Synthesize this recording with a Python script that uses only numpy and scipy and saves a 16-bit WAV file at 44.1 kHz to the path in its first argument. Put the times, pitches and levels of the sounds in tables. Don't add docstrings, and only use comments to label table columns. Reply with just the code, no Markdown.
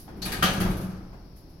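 import sys
import numpy as np
from scipy import signal
from scipy.fft import rfft, irfft, next_fast_len
from scipy.io import wavfile
from scipy.ndimage import map_coordinates

SR = 44100
rng = np.random.default_rng(int(sys.argv[2]) if len(sys.argv) > 2 else 0)


def wav_out(sig):
    wavfile.write(sys.argv[1], SR, np.round(np.clip(np.atleast_2d(sig).T, -1, 1) * 32767).astype(np.int16))


N = 70560

# (time [s], clang level [dB], ring level [dB])
DOOR_BLOWS = [(0.4246, -20, -30), (.456, -28, -53), (.603, -32.5, -54.5)]
# (frequency [Hz], level [dB])
CLANG_COLOUR = [(100, -4), (400, -9.5), (650, 0), (950, 0), (1280, -0.5), (1700, -2), (2400, -5),
                (3200, -7), (4600, -10.5), (5400, -19), (6200, -12.5), (7000, -20), (15000, -26.5)]
# (frequency [Hz], level [dB], t60 [s])
FRAME_MODES = [(480, -11, 1.2), (547.6, -5, 1.26), (629, -6.5, 1.1), (740, -8.5, 0.84), (1180, -3.5, 0.93),
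               (1185, 8, 0.27), (1314, 8.5, 0.17), (1368, 6.5, 0.24), (1519, 4, 0.17), (1667, -3, 0.51),
               (1880, 3.5, 0.21), (2790, -4, 0.36), (3063, 1, 0.41), (3159, 4.5, 0.21), (3440, -5.5, 0.27),
               (3520, -8.5, 0.27)]
# (time [s], level [dB], extra damping [dB/s])
PANEL_FLEXES = [(.165, -39, 12), (0.255, -39.5, 50), (0.439, -21.5, 104), (.603, -21.5, -15),
                (.837, -32, 32)]
# (frequency [Hz], level [dB], t60 [s])
PANEL_MODES = [(89, -13.5, 1), (122.8, -13.5, 1), (185.5, 3, 0.65), (322.5, -14, 0.44), (378.7, -11, 0.35)]
# (time [s], level [dB])
WEIGHT_THUDS = [(0.654, -25.5), (1.1, -36.5)]
# (time [s], body level [dB], jingle level [dB])
HARDWARE_CLINKS = [(0.219, -44, -40), (.254, -34.5, -33.5), (0.318, -33, -33.5), (0.4271, -27, -27.5),
                   (0.532, -56, -38.5), (0.602, -42.5, -33.5), (0.701, -45.5, -42.5), (0.768, -72, -44),
                   (.81, -58, -44.5), (.897, -61, -58.5)]
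# (frequency [Hz], level [dB])
BODY_COLOUR = [(200, -1.5), (800, -0.5), (1700, -5), (2700, -4), (4400, -10.5), (6000, -21.5), (9000, -11),
               (15000, -67)]
# (frequency [Hz], level [dB])
JINGLE_COLOUR = [(1000, -17.5), (5000, -6), (8500, -14.5), (10000, -0.5), (11400, 3.5), (12800, -3.5),
                 (16000, -13)]
# (frequency [Hz], level [dB], t60 [s])
HARDWARE_MODES = [(1642, -9, 0.4), (1808, -3, 0.24), (3714, -9, 0.24), (11400, -14, 0.19)]
# (time [s], level [dB], pitch [Hz])
LATCH_CATCHES = [(.219, -34, 4260), (0.222, -33.5, 4400), (.254, -42, 3830), (0.32, -35.5, 4500),
                 (.45, -32.5, 4200)]
# (frequency [Hz], level [dB])
LATCH_COLOUR = [(2500, -14.5), (3500, -11), (3950, 1), (4330, 2.5), (4650, -1), (5150, -18), (5950, -10),
                (7000, -14), (12000, -35)]
# (time [s], level [dB], pitch [Hz])
SCRAPE_PATH = [(0.316, -55, 1910), (0.336, -38, 1760), (0.371, -42.5, 1618), (0.412, -67, 1470)]
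# (time [s], level [dB])
DULL_KNOCKS = [(0.079, -43.5), (0.271, -41), (0.476, -40), (0.603, -29.5), (0.657, -33), (0.83, -44),
               (1.128, -47.5)]
# (frequency [Hz], level [dB])
KNOCK_COLOUR = [(60, -36), (190, -17), (330, -9), (450, -15.5), (620, -0.5), (1100, -4), (2500, -18),
                (8000, -36)]
# (time [s], level [dB])
ROLL_LEVELS = [(0, -50.5), (0.129, -42), (.36, -35), (.58, -31), (.665, -30), (.73, -31.5), (.86, -38),
               (1.12, -46.5), (1.3, -51), (1.6, -52)]
# (frequency [Hz], level [dB])
ROLL_COLOUR = [(20, -3), (45, 0), (70, -4.5), (125, -2), (195, -1.5), (250, -7), (340, -6), (500, -17.5),
               (1200, -25), (3000, -36.5), (9000, -63)]
# (time [s], level [dB])
SOFT_SCUFFS = [(-.03, -46), (0.159, -62), (1.355, -58), (1.485, -64.5)]
# (frequency [Hz], level [dB])
ROOM_COLOUR = [(20, -4), (50, 3.5), (100, -4.5), (230, -13.5), (500, -19), (1000, -26), (2200, -70.5)]
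# (frequency [Hz], level [dB])
HISS_COLOUR = [(1000, -7), (3500, -10.5), (4500, -3.5), (5500, -2), (6800, -24), (9000, -22), (11000, -10),
               (15500, -19)]
# (frequency [Hz], t60 [s])
HALL_DECAY = [(100, 3), (500, 1.27), (1300, 1.23), (3000, 0.65), (6000, 0.76), (14000, 0.39)]
# (frequency [Hz], correlation [0-1])
STEREO_LIKENESS = [(180, 0.96), (350, 0.84), (600, 0.69), (1200, 0.09), (6000, 0.04)]
# (frequency [Hz], left minus right [dB])
PORT_BALANCE = [(100, .5), (700, 1.5), (1200, 0.5), (2000, 2.5), (3300, 4), (5300, 13.5), (7000, 8),
                (9000, -1), (15000, -9)]


def door():
    sheet = dense_modes()
    return sum(amp(clang_db) * strike(s, CLANG_COLOUR, sheet, t60=0.3, hall_db=-8.5)
               + amp(ring_db) * ring(s, FRAME_MODES, rise_s=0.001, waver_rad=0.78)
               for s, clang_db, ring_db in DOOR_BLOWS)


def panel():
    rock_hz, lag_s = 20.97, 0.01
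    out = np.zeros((2, N))
    for s, db, damping in PANEL_FLEXES:
        t = since(s)
        throb = 1 + 0.58 * np.cos(2 * np.pi * rock_hz * (t - lag_s))
        out += amp(db - damping * t) * throb * ring(s, PANEL_MODES, rise_s=0.0093, waver_rad=0.13)
    return out


def thuds(hz=37.7, t60=0.67, rise_s=0.0047):
    out = np.zeros(N)
    for s, db in WEIGHT_THUDS:
        t = since(s)
        out += amp(db - 60 * t / t60) * np.sin(2 * np.pi * hz * t) * (1 - np.exp(-t / rise_s))
    return out


def hardware():
    steel = dense_modes()
    out = np.zeros((2, N))
    for s, body_db, jingle_db in HARDWARE_CLINKS:
        body = strike(s, BODY_COLOUR, steel, t60=0.43, hall_db=-5.5)
        ringing = ring(s, HARDWARE_MODES, rise_s=0.015, waver_rad=0.56)
        jingle = strike(s, JINGLE_COLOUR, steel, t60=0.18, hall_db=-8)
        out += amp(body_db) * (body + ringing) + amp(jingle_db) * jingle
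    return out


def latch(peak_hz=4330):
    out = np.zeros((2, N))
    for s, db, pitch in LATCH_CATCHES:
        colour = [(hz * pitch / peak_hz, level) for hz, level in LATCH_COLOUR]
        out += amp(db) * strike(s, colour, dense_modes(), t60=0.18, hall_db=-12.5)
    return out


def scrape(rough_rad=2, slips_per_s=260):
    times, db, hz = np.transpose(SCRAPE_PATH)
    phase = 2 * np.pi * np.cumsum(np.interp(since(0), times, hz)) / SR
    slips = np.array([wobble(slips_per_s), wobble(slips_per_s)])
    envelope = np.interp(since(0), times, amp(db), left=0, right=0)
    return envelope * unit(np.sin(phase + rough_rad * slips))


def knocks():
    return sum(amp(db) * strike(s, KNOCK_COLOUR, dense_modes(), t60=0.23, hall_db=-13.5)
               for s, db in DULL_KNOCKS)


def rolling():
    return amp(np.interp(since(0), *np.transpose(ROLL_LEVELS))) * noise(ROLL_COLOUR)


def scuffs(rise_s=0.015, t60=0.33):
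    out = np.zeros((2, N))
    for s, db in SOFT_SCUFFS:
        onset = np.minimum(since(s) / rise_s, 1)
        out += amp(db - 60 * since(s + rise_s) / t60) * onset * noise(JINGLE_COLOUR)
    return out


def room_tone():
    return amp(-49) * noise(ROOM_COLOUR) + amp(-65) * noise(HISS_COLOUR)


def strike(s, colour, modes, t60, hall_db):
    t = since(s)
    build_s, hall_rise_s = 0.005, 0.013
    onset = (t > 0) * (1 - 0.54 * np.exp(-t / build_s))
    ringing = unit(filtered(noise(colour), modes))
    chatter = unit(amp(wobble(rate=320)))
    direct = ringing * chatter * amp(-60 * t / t60) * onset
    diffuse = unit(filtered(noise(colour), modes))
    hz, times, spectra = signal.stft(diffuse, SR, nperseg=256)
    decay = amp(-60 * np.maximum(times - s, 0) / along(HALL_DECAY, hz)[:, None])
    tail = signal.istft(spectra * decay, SR, nperseg=256)[1][:, :N]
    return direct + amp(hall_db) * tail * (1 - np.exp(-t / hall_rise_s))


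def ring(s, modes, rise_s, waver_rad):
    t, out = since(s), np.zeros((2, N))
    for hz, db, t60 in modes:
        phase = 2 * np.pi * hz * since(0) + waver_rad * wobble(rate=40)
        stereo_shift = spread(hz) * rng.choice([-1, 1]) * np.array([[1], [-1]])
        out += amp(db - 60 * t / t60) * np.sin(phase + stereo_shift)
    return out * (1 - np.exp(-t / rise_s))


def dense_modes(spacing_hz=69.57, depth_db=4):
    knots_db = depth_db * rng.standard_normal(size=1024)
    return lambda hz: amp(np.interp(hz / spacing_hz, np.arange(len(knots_db)), knots_db))


def noise(colour):
    def response(hz):
        return amp(along(colour, hz)) * [np.cos(spread(hz)), np.sin(spread(hz))]
    mid, side = filtered(rng.standard_normal((2, N)), response)
    return unit(np.array([mid + side, mid - side]))


def spread(hz):
    return np.arccos(np.clip(along(STEREO_LIKENESS, hz), -1, 1)) / 2


def filtered(x, response):
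    size = next_fast_len(N + SR // 2)
    return irfft(rfft(x, size) * response(np.fft.rfftfreq(size, 1 / SR)), size)[..., :N]


def wobble(rate):
    knots = rng.standard_normal(int(N * rate / SR) + 4)
    return map_coordinates(knots, [np.arange(N) * rate / SR])


def along(points, hz):
    freqs, values = np.transpose(points)
    return np.interp(np.log(hz + 1), np.log(freqs + 1), values)


def since(s):
    return np.maximum(np.arange(N) / SR - s, 0)


def amp(db):
    return 10 ** (np.asarray(db) / 20)


def unit(x):
    return x / np.sqrt(np.mean(x ** 2) + 1e-20)


def scene():
    return (door() + panel() + thuds() + hardware() + latch() + scrape() + knocks() + scuffs()
            + rolling() + room_tone())


def record(dry):
    sides = np.array([[0.5], [-0.5]])
    return filtered(dry, lambda hz: amp(along(PORT_BALANCE, hz) * sides) * (hz < 16000))


dry = scene()
out = record(dry)
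wav_out(out)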